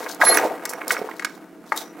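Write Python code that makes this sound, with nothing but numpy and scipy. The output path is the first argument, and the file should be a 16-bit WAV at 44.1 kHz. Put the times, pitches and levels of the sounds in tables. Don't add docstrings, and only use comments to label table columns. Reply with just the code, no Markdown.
import sys
import numpy as np
from scipy import signal
from scipy.fft import rfft, irfft
from scipy.io import wavfile
from scipy.ndimage import uniform_filter1d

SR = 44100
rng = np.random.default_rng(int(sys.argv[2]) if len(sys.argv) > 2 else 0)


def digitize_waveform(pressure):
    field = np.atleast_2d(pressure).T
    bounded = np.clip(field, -1, 1)
    quanta = np.round(bounded * 32767).astype(np.int16)
    wavfile.write(sys.argv[1], SR, quanta)


N = 88200
TIME_S = np.arange(N) / SR


def undb(db):
    return 10 ** (np.asarray(db) / 20)


def level(x, db):
    return x * undb(db) / np.sqrt(np.mean(x ** 2))


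def colour(x, table):
    points = np.array(table)
    f = np.fft.rfftfreq(x.shape[-1], 1 / SR) + 1
    gain_db = np.interp(np.log(f), np.log(points[:, 0]), points[:, 1])
    return irfft(rfft(x) * undb(gain_db), x.shape[-1])


def walk(rate):
    hold = int(SR / rate)
    steps = np.repeat(rng.standard_normal(N // hold + 1), hold)
    return 2.9 * uniform_filter1d(uniform_filter1d(steps, hold), hold)[:N]


def resonate(x, hz, width_hz):
    return signal.lfilter(*signal.iirpeak(hz, hz / width_hz, fs=SR), x)


def patter(per_s, spread_db, grain_s, table):
    hits = (rng.random(N) < per_s / SR) * undb(spread_db * rng.exponential(size=N))
    fade = np.exp(-np.arange(SR // 20) / SR / grain_s)
    power = np.convolve(hits ** 2, fade)[:N]
    return level(colour(np.sqrt(power) * rng.standard_normal(N), table), 0)


def blows(events, modes, octaves, rise_s, noise_db):
    scatter_db = 2
    out, modes_hz = np.zeros(N + SR), np.array(modes)
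    t = np.arange(SR // 4) / SR
    f = np.fft.rfftfreq(len(t), 1 / SR) + 1
    low_cut = 1 / (1 + (0.33 * modes_hz[0] / f) ** 6)
    high_cut = 1 / (1 + (f / (3.16 * modes_hz[-1])) ** 3)
    for at, peak_db, centre_hz, t60 in events:
        def bell(hz):
            return np.exp(-.5 * (np.log2(hz / centre_hz) / octaves) ** 2)

        strength, detune, phase = rng.standard_normal((3, len(modes_hz)))
        weights = undb(scatter_db * strength) * bell(modes_hz)
        blow_hz = modes_hz * (1 + 0.0044 * detune)
        ring = weights @ np.sin(2 * np.pi * np.outer(blow_hz, t) + phase[:, None])
        spectrum = rfft(rng.standard_normal(len(t))) * bell(f) * low_cut * high_cut
        noise = irfft(spectrum, len(t))
        decay = np.exp(-np.log(1000) * t / max(t60, .005))
        blow = (1 - np.exp(-t / rise_s)) * decay * (level(ring, 0) + level(noise, noise_db))
        start = int(at * SR)
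        out[start:start + len(t)] += blow * undb(peak_db) / np.abs(blow).max()
    return out[:N]


# start in seconds, length in seconds, level in dB.
SCRAPE_SPANS = [(-.02, 0.068, -43.5), (0.078, 0.041, -35.5), (0.199, 0.19, -30), (0.429, 0.034, -39.5),
                (0.882, 0.035, -26.5), (0.947, 0.413, -56), (1.655, 0.15, -51), (1.751, 0.069, -41.5)]
# frequency in Hz, weight in dB.
SCRAPE_TINT = [(1000, -42), (3700, -0.5), (6000, -2), (9200, -8), (16000, -8.5)]


def scrapes():
    rise_s, fade_s = 0.018, 0.023
    drag = np.zeros(N)
    for at, span, db in SCRAPE_SPANS:
        rise = np.clip((TIME_S - at) / rise_s, 0, 1)
        fade = np.exp(-np.maximum(TIME_S - at - span, 0) / fade_s)
        drag += undb(db) * rise * fade
    return patter(per_s=1500, spread_db=3, grain_s=.002, table=SCRAPE_TINT) * drag


# time in seconds, level in dB of the taps before the deck's ring is added.
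RATTLE_LEVELS = [(0, -36), (0.186, -44), (0.212, -29.5), (0.402, -24.5), (0.501, -35.5), (0.618, -41),
                 (.87, -37.5), (.92, -33), (1.099, -41.5), (1.6, -58.5), (1.72, -47), (1.76, -38.5),
                 (1.902, -50), (2, -43.5)]
# frequency in Hz, weight in dB.
RATTLE_TINT = [(150, -11.5), (300, 5), (600, 5.5), (1500, -0.5), (2400, -7), (3400, -16), (5000, -19.5)]
DECK_MODES = [321, 432.5, 499.5, 659.6, 774.5, 893.6, 1055, 1229.6, 1498, 1625, 1925, 2172]


def rattle():
    at, db = np.array(RATTLE_LEVELS).T
    taps = patter(per_s=700, spread_db=2.2, grain_s=.002, table=RATTLE_TINT)
    deck = sum(resonate(taps, hz, width_hz=35) for hz in DECK_MODES)
    return (taps + deck) * undb(np.interp(TIME_S, at, db))


# frequency in Hz, width in Hz, weight in dB.
ENGINE_MODES = [(200.6, 11.8, -4), (304.8, 20, 3), (646, 13.9, -14)]


def engine():
    firing_hz, scatter_db, level_db = 35.86, 1.5, -48
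    cycle = np.cumsum(firing_hz * (1 + 0.0024 * walk(2))) / SR
    firings = np.diff(np.floor(cycle), prepend=0) * undb(scatter_db * rng.standard_normal(N))
    pulses = np.convolve(firings, np.hanning(SR // 800))[:N]
    body = np.zeros(N)
    for hz, width_hz, db in ENGINE_MODES:
        body += undb(db) * resonate(pulses, hz, width_hz) * hz / width_hz
    return level(colour(body, [(120, -22), (170, -9)]), level_db)


# frequency in Hz, weight in dB.
YARD_TINT = [(25, -24.5), (100, -25), (175, -1), (320, 5.5), (700, -23), (1300, -11.5), (3300, -28),
             (16000, -34.5)]


def yard():
    return level(colour(rng.standard_normal(N), YARD_TINT), -48)


# start in seconds, peak in dB at the source, centre in Hz,
# time to fall 60 dB in seconds.
DECK_KNOCKS = [(.063, -18, 1570, 0.028), (.097, -23.5, 1380, 0.043), (.202, -17.5, 790, 0.067),
               (.2135, -1, 1850, 0.024), (.2185, -1.5, 1430, 0.051), (.233, -6.5, 810, 0.055),
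               (.268, -8.5, 1650, 0.14), (.293, -11.5, 537, 0.056), (.305, -19, 684, 0.087),
               (.324, -10.5, 1400, 0.049), (.338, -14, 1720, 0.2), (.373, -2.5, 1780, 0.0113),
               (.385, -9, 1700, 0.038), (.4305, -9.5, 660, 0.1), (.449, -9, 594, 0.11),
               (.506, -17, 590, 0.13), (.654, -18.5, 1600, 0.045), (.734, -20, 1570, 0.027),
               (.811, -26, 1620, 0.041), (.817, -17, 1650, 0.011), (.906, -5.5, 1850, 0.029),
               (.918, -18.5, 740, 0.086), (.947, -20.5, 1550, 0.015), (.967, -13, 1730, 0.022),
               (1.0155, -14.5, 403, 0.023), (1.044, -22, 500, 0.016), (1.088, -20, 1070, 0.036),
               (1.113, -26, 2100, 0.024), (1.1955, -18, 1870, 0.019), (1.222, -23.5, 1650, 0.047),
               (1.247, -9.5, 1695, 0.033), (1.267, -29, 1490, 0.026), (1.7205, -6.5, 1465, 0.022),
               (1.7225, -11.5, 750, 0.032)]


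def knocks():
    return blows(DECK_KNOCKS, DECK_MODES, octaves=0.46, rise_s=0.00059, noise_db=-7)


def heap_echo(near):
    gap_s, t60_s, echo_db, top_hz = 0.003, 0.28, -10, 3600
    t = np.arange(SR // 3) / SR
    tail = rng.standard_normal(len(t)) * np.exp(-np.log(1000) * t / t60_s) * (t > gap_s)
    tail /= np.sqrt(np.sum(tail ** 2))
    echo = signal.fftconvolve(near, tail)[:N] * undb(echo_db)
    return signal.lfilter(*signal.butter(1, top_hz, fs=SR), echo)


# start in seconds, peak in dB at the source, centre in Hz,
# time to fall 60 dB in seconds.
PART_CLINKS = [(.147, -23.5, 8340, 0.014), (.251, -18, 9900, 0.011), (.344, -9.5, 10400, 0.021),
               (.371, -5.5, 10900, 0.018), (.424, -31, 10900, 0.012), (.6535, -16, 6650, 0.03),
               (.693, -20, 8300, 0.092), (.735, -24.5, 10300, 0.015), (.8805, -11.5, 8700, 0.014),
               (.9195, -12, 7960, 0.071), (1.195, -27.5, 4840, 0.048), (1.223, -35, 4180, 0.036),
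               (1.2465, -14, 4500, 0.034), (1.721, -31, 4410, 0.07), (1.761, -24.5, 11500, 0.2)]
PART_MODES = [4420, 5070, 5430, 6424, 7470, 10280, 10940, 11740, 13350, 13720]


def clinks():
    return blows(PART_CLINKS, PART_MODES, octaves=0.87, rise_s=0.00011, noise_db=5)


# time in seconds, rms level in dB before panning.
HIGH_SQUEAL = [(.238, -34), (.254, -21.5), (.294, -9.5), (.308, -30), (.319, -18), (.366, -26.5),
               (.374, -39)]
LOW_SQUEAL = [(.25, -48), (.256, -30.5), (.286, -32), (.306, -23), (.324, -23), (.338, -36.5)]


def squeal(table, hz, pan_db):
    at, db = np.array(table).T
    phase = 2 * np.pi * np.cumsum(hz * (1 + 0.0022 * walk(130))) / SR
    tone = np.sin(phase) * np.sqrt(2) * undb(np.interp(TIME_S, at, db, -120, -120))
    return tone * undb(np.array([[.5], [-.5]]) * pan_db)


# start in seconds, length in seconds, frequency in Hz, rms level in dB before fading.
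BRIEF_RINGS = [(0.373, 0.02, 5860, -19), (0.668, 0.14, 5680, -46), (0.975, 0.027, 5460, -39),
               (1.76, 0.094, 3770, -38), (1.763, 0.19, 5840, -47.5)]


def rings():
    out = np.zeros(N)
    for at, span, hz, db in BRIEF_RINGS:
        mode = level(resonate(rng.standard_normal(N), hz, width_hz=70), db)
        rise, fade = (TIME_S - at) / 0.0026, (at + span - TIME_S) / span
        out += mode * np.clip(np.minimum(rise, fade), 0, 1)
    return out


# frequency in Hz, weight in dB.
SIDE_TINT = [(300, -11), (1200, -14), (3500, -8), (13000, -6)]


def wander(mid):
    side = colour(mid * np.tanh(walk(150)), SIDE_TINT)
    return mid + np.outer([1, -1], side)


def scene():
    near = scrapes() + rattle() + knocks() + clinks() + rings()
    metal = near + heap_echo(near)
    thin = signal.lfilter(*signal.butter(2, 204, "high", fs=SR), metal)
    stereo = wander(thin + engine() + yard())
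    high = squeal(HIGH_SQUEAL, hz=11016, pan_db=-5.5)
    low = squeal(LOW_SQUEAL, hz=4214, pan_db=7.0)
    return stereo + high + low


def record(dry):
    limited = np.clip(1.06 * dry, -.8, .8)
    top_cut = signal.ellip(10, .2, 80, 16000, fs=SR, output="sos")
    return .94 * signal.sosfilt(top_cut, limited)


dry = scene()
out = record(dry)
digitize_waveform(out)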